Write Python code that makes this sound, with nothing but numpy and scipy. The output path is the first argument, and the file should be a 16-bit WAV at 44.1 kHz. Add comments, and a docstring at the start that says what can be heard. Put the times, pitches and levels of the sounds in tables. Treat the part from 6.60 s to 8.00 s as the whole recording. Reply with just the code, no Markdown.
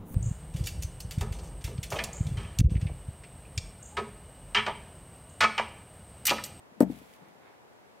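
"""A hen lays an egg

The egg drops through straw onto the wooden floor of a nest box. Impact excites the modes of shell
and boards, a click and a thud; the egg bounces and rolls away through crackling straw. The standing
hen shifts her feet, over a low outdoor rumble that comes into the small wooden coop."""
import sys
import numpy as np
from scipy import signal
from scipy.fft import rfft, irfft
from scipy.io import wavfile

SR = 44100
rng = np.random.default_rng(int(sys.argv[2]) if len(sys.argv) > 2 else 0)


def unload_audio(sound):
    """Save the sound as a 16-bit wav file, at the path given as the first command line argument."""
    columns = np.transpose(np.atleast_2d(sound))
    # keep every value between -1 and 1, then stretch to whole-number steps
    steps = np.round(np.clip(columns, -1, 1) * 32767)
    wavfile.write(sys.argv[1], SR, steps.astype(np.int16))


N = 61739
TIME = np.arange(N) / SR
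FREQ_HZ = np.fft.rfftfreq(N, 1 / SR)

# The egg landing, bouncing and rocking on the floor: start_s, strength_db, contact_ms
KNOCKS = [(0.2066, -2, 0.15), (0.2273, -0.4, 0.87), (0.2535, -26.5, 0.46), (0.2691, -25.5, 0.76),
          (0.299, -12.5, 0.67), (0.3185, -23.5, 0.85), (0.343, -27.5, 1.13), (0.3678, -24, 1.3),
          (0.4149, -36.5, 0.42)]
# Spectrum of breaking straw: frequency_hz, density_db
STRAW_SPECTRUM = [(800, -26), (2000, 9), (3800, 3.5), (5500, -2), (8500, 0.5), (13000, -1.5), (16000, -4)]


def amp(db):
    """Amplitude ratio of a level in decibels."""
    return 10 ** (np.asarray(db) / 20)


def unit(x):
    """Normalisation to rms 1."""
    return x / np.sqrt(np.mean(x ** 2) + 1e-20)


def read(points, hz):
    """Interpolation on a log-frequency axis."""
    f, value = np.transpose(points)
    return np.interp(np.log(hz + 1), np.log(f + 1), value)


def level(points):
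    """Amplitude envelope through rows of time_s, level_db."""
    return amp(np.interp(TIME, *np.transpose(points)))


def pan(lean_db):
    """Channel gains for a level difference; lean is left minus right."""
    return amp(np.array([[.5], [-.5]]) * lean_db)


def decay(start, t60):
    """Sudden onset and exponential decay, 60 dB in t60 seconds."""
    return (TIME >= start) * amp(-60 * np.maximum(TIME - start, 0) / t60)


def swells(rows):
    """Half-sine envelopes from rows of start_s, length_s, level_db."""
    return sum(amp(db) * np.sin(np.pi * np.clip((TIME - s) / length, 0, 1)) for s, length, db in rows)


def noise():
    """Two independent channels of white noise."""
    return rng.standard_normal((2, N))


def impulses(per_s):
    """Two Poisson-like impulse trains of random sign."""
    return np.sign(noise()) * (rng.random((2, N)) < per_s / SR)


def colour(x, spectrum, correlation=0., lean_db=0.):
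    """Spectral shaping, correlation and balance of two independent channels; rms 1."""
    left, other = rfft(x)
    shared = np.clip(correlation, -1, 1)
    right = shared * left + np.sqrt(1 - shared ** 2) * other
    return unit(irfft(np.array([left, right]) * pan(lean_db) * amp(read(spectrum, FREQ_HZ)), N))


def outdoor_rumble():
    """Stationary noise: distant rumble and hiss, partly correlated between the channels."""
    # Outdoor background: frequency_hz, density_db
    spectrum = [(15, -58), (25, -38), (53, -23), (87, -13), (141, -7), (166, -10), (190, -6.5), (383, -7),
                (415, -6), (987, -9.5), (1190, -14), (1650, -15), (3910, -26.5), (12200, -35.5),
                (16000, -42)]
    # Likeness of left and right: frequency_hz, correlation
    likeness = [(60, 0.4), (180, -0.55), (550, 0.15), (1650, -0.44), (4970, -0.4), (15000, 0.31)]
    # Stereo balance: frequency_hz, lean_db
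    balance = [(60, 1), (180, 2), (550, 3.5), (1650, -1), (4970, 0), (15000, 0.0)]
    return amp(-56.5) * colour(noise(), spectrum, read(likeness, FREQ_HZ), read(balance, FREQ_HZ))


def brushing():
    """Friction noise: straw and feathers brush softly, swelling and fading."""
    # Envelope of the brushing: time_s, level_db
    envelope = [(0, -90), (.25, -70), (.34, -66), (.45, -64), (.55, -66.5), (.66, -60), (.78, -70.5),
                (.86, -56), (.95, -64.5), (1.05, -69.5), (1.4, -74)]
    # Friction spectrum: frequency_hz, density_db
    spectrum = [(200, -14), (700, 11.5), (1400, 3), (1750, 0), (2050, 2.5), (2300, 0.5), (2600, -3.5),
                (2950, -11), (3600, -5.5), (5000, -20), (12000, -57)]
    return level(envelope) * colour(noise(), spectrum, correlation=0.18, lean_db=-1.5)


def hen_feet():
    """Friction and forced vibration: the hen shuffles in the bedding, then loads the boards."""
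    # Shuffles in the bedding: start_s, length_s, level_db
    shuffles = [(.112, 0.026, -55.5), (.15, 0.066, -56)]
    # Rubbed bedding: frequency_hz, density_db
    bedding_spectrum = [(60, -27), (200, 9), (450, -14), (1000, -34), (4000, -55)]
    # Feet pressing the boards: start_s, length_s, level_db
    steps = [(0.575, 0.083, -56.5), (0.661, 0.064, -55), (0.738, 0.039, -59)]
    # Dull response of the boards: frequency_hz, density_db
    step_spectrum = [(40, -40), (120, -19.5), (175, 5), (230, -15), (350, -8), (700, -54), (3000, -55)]
    shuffling = swells(shuffles) * colour(noise(), bedding_spectrum, correlation=.9, lean_db=16)
    return shuffling + swells(steps) * colour(noise(), step_spectrum, correlation=0.99, lean_db=7)


def shell_click():
    """Impact excitation: each contact rings the shell's damped modes and crushes a little straw."""
    # Contacts of the shell: start_s, ring_db, crunch_db
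    contacts = [(0.2052, 0.5, -0.5), (0.221, -16.5, -5.5)]
    # Eggshell modes: pitch_hz, level_db, t60_s, lean_db
    modes = [(4440, -48, 0.017, -9), (4700, -44, 0.017, 2), (5590, -50.5, 0.066, 16),
             (6764, -57.5, 0.12, -2), (7983, -48, 0.097, 3), (8430, -41, 0.044, 4), (9120, -38, 0.018, -4),
             (9680, -43, 0.045, -11.5), (11680, -45, 0.044, -12.5), (13080, -46, 0.03, -9),
             (14200, -50, .03, -10)]
    # Crushed straw: frequency_hz, density_db
    spectrum = [(60, -25), (900, 12.5), (1800, 1), (3500, -8.5), (6000, -7.5), (9000, -7.5), (11000, -7.5),
                (13700, -0.5), (16000, -10)]
    ring = sum(amp(db + mode_db) * pan(lean) * decay(s, t60) * np.sin(2 * np.pi * hz * (TIME - s))
               for s, db, _ in contacts for hz, mode_db, t60, lean in modes)
    crush = sum(amp(db) * decay(s, t60=0.062) for s, _, db in contacts)
    return ring + amp(-33.5) * crush * colour(noise(), spectrum, correlation=0.089)


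def floor_thud():
    """Modal response of the floor to Gaussian force pulses: the longer the contact, the duller."""
    # Modes of the nest box floor: pitch_hz, level_db, t60_s
    modes = [(142.2, -43.5, 0.45), (186.3, -27, 0.27), (213.3, -26, 0.28), (230.5, -5.5, 0.044),
             (289.5, 2.5, 0.022), (334, -26.5, 0.083), (476, -13, 0.056), (603.7, -16, 0.084),
             (665, -27, 0.13), (813, -26, 0.076), (892.5, -26.5, 0.11), (1001, -27, 0.047),
             (1226, -25, 0.039), (1506, -28, 0.03), (1810, -17.5, 0.018)]
    # Stereo balance of the modes: frequency_hz, lean_db
    balance = [(60, 15), (250, 8.5), (450, 2), (700, 8), (950, -3), (1200, -4), (2000, 4)]
    radiation_cutoff_hz, left_delay_s = 151, .0001
    omega = 2 * np.pi * FREQ_HZ
    force = sum(amp(db) * np.exp(-1j * omega * s - .5 * (omega * ms / 1000) ** 2)
                for s, db, ms in KNOCKS)
    # Neighbouring modes swing in opposite directions and radiate little bass.
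    ring = sum((-1) ** k * amp(db) * pan(read(balance, hz))
               * decay(0, t60) * np.sin(2 * np.pi * hz * TIME)
               for k, (hz, db, t60) in enumerate(modes))
    highpass = signal.butter(3, radiation_cutoff_hz, "highpass", fs=SR, output="sos")
    radiated = signal.sosfilt(highpass, ring)
    delay = np.exp(-1j * omega * np.array([[left_delay_s], [0]]))
    return irfft(rfft(radiated) * force * delay, N)


def plank_clatter():
    """Secondary impacts: each knock shakes a short, dense rattle from loose planks and packed straw."""
    # Rattling planks and straw: frequency_hz, density_db
    spectrum = [(60, -52), (150, -15), (380, 3.5), (550, -2), (730, 1), (950, -14), (1100, -24.5),
                (1700, -20), (2500, -33), (6000, -48)]
    shake = sum(amp(db) * decay(s, t60=0.096) for s, db, _ in KNOCKS)
    shake_rms = np.sqrt(np.mean(shake ** 2))
    return amp(-32) * shake_rms * colour(shake * noise(), spectrum, correlation=0.71, lean_db=4)


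def box_shudder():
    """Coupled vibration: the landing spreads into the box; a deep mode and a rattle swell and die."""
    # Low rattle of the whole box: frequency_hz, density_db
    spectrum = [(25, -41), (50, -12), (75, -8), (105, 6), (135, -7), (210, -3), (400, -5), (700, -18),
                (1500, -37), (6000, -80)]
    landing_s, rise_s, mode_hz, lean_db = KNOCKS[0][0], 0.091, 65.2, 6.5
    age = np.maximum(TIME - landing_s, 0)
    envelope = (1 - np.exp(-age / rise_s)) ** 2 * decay(landing_s, t60=0.397)
    mode = amp(-32.5) * pan(lean_db) * np.sin(2 * np.pi * mode_hz * age)
    rattle = amp(-38) * colour(noise(), spectrum, correlation=0.98, lean_db=lean_db)
    return envelope * (mode + rattle)


def coop_reverberation(x):
    """Diffuse reflection from close wooden walls: a short tail whose treble is absorbed first."""
    # Reverberation time of the coop: frequency_hz, t60_s
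    decay_times = [(80, 0.32), (250, 0.19), (600, 0.13), (1500, 0.14), (5000, 0.14), (15000, 0.084)]
    reflections = impulses(per_s=3000) * (TIME > .003)
    hz, t, spectrogram = signal.stft(reflections, SR, nperseg=256)
    absorption = amp(-60 * t / read(decay_times, hz)[:, None])
    _, tail = signal.istft(spectrogram * absorption, SR, nperseg=256)
    return signal.fftconvolve(x, tail / np.linalg.norm(tail[0]), axes=1)[:, :N]


def straw_crackle():
    """Shot noise: tiny crackles of random size merge with a hiss as the egg rolls over straw."""
    # Envelope of the crackling: time_s, level_db
    envelope = [(.2, -110), (.215, -74), (.285, -66.5), (.318, -57), (.34, -60.5), (.362, -58.5),
                (.40, -61), (.47, -64), (.555, -62.5), (.59, -74), (.69, -74), (.8, -95), (1.4, -100)]
    spread_db = 3.5
    sizes = amp(spread_db * np.minimum(rng.exponential(1, (2, N)), 4))
    grains = unit(sizes * impulses(per_s=3400))
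    return level(envelope) * colour(grains + .5 * noise(), STRAW_SPECTRUM, correlation=0.13, lean_db=-1)


def stalk_snaps():
    """Brittle fracture: single stalks break, each with a brief burst of noise."""
    # Breaking stalks: start_s, level_db, lean_db
    snaps = [(0.314, -53, -1), (0.3245, -65, -2), (0.359, -53.5, 6), (0.3883, -52, 6), (0.5371, -51, 3),
             (0.563, -55.5, 3), (0.686, -58.5, 3)]
    bursts = sum(amp(db) * pan(lean) * decay(s, t60=0.014) for s, db, lean in snaps)
    return bursts * colour(noise(), STRAW_SPECTRUM, correlation=0.26)


def scene():
    """Superposition of all sources; the thud and the click also excite the coop's reverberation."""
    thud, click = floor_thud(), shell_click()
    reverberation = coop_reverberation(amp(-18) * thud + amp(-17) * click)
    landing = click + thud + reverberation + plank_clatter() + box_shudder()
    return landing + straw_crackle() + stalk_snaps() + brushing() + hen_feet() + outdoor_rumble()


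def record(dry):
    """Band limiting: a linear-phase low-pass filter removes the highest treble."""
    cutoff_hz = 15900
    lowpass = signal.firwin(511, cutoff_hz, window=("kaiser", 9), fs=SR)
    return signal.oaconvolve(dry, lowpass[None], "same")


dry = scene()
out = record(dry)
unload_audio(out)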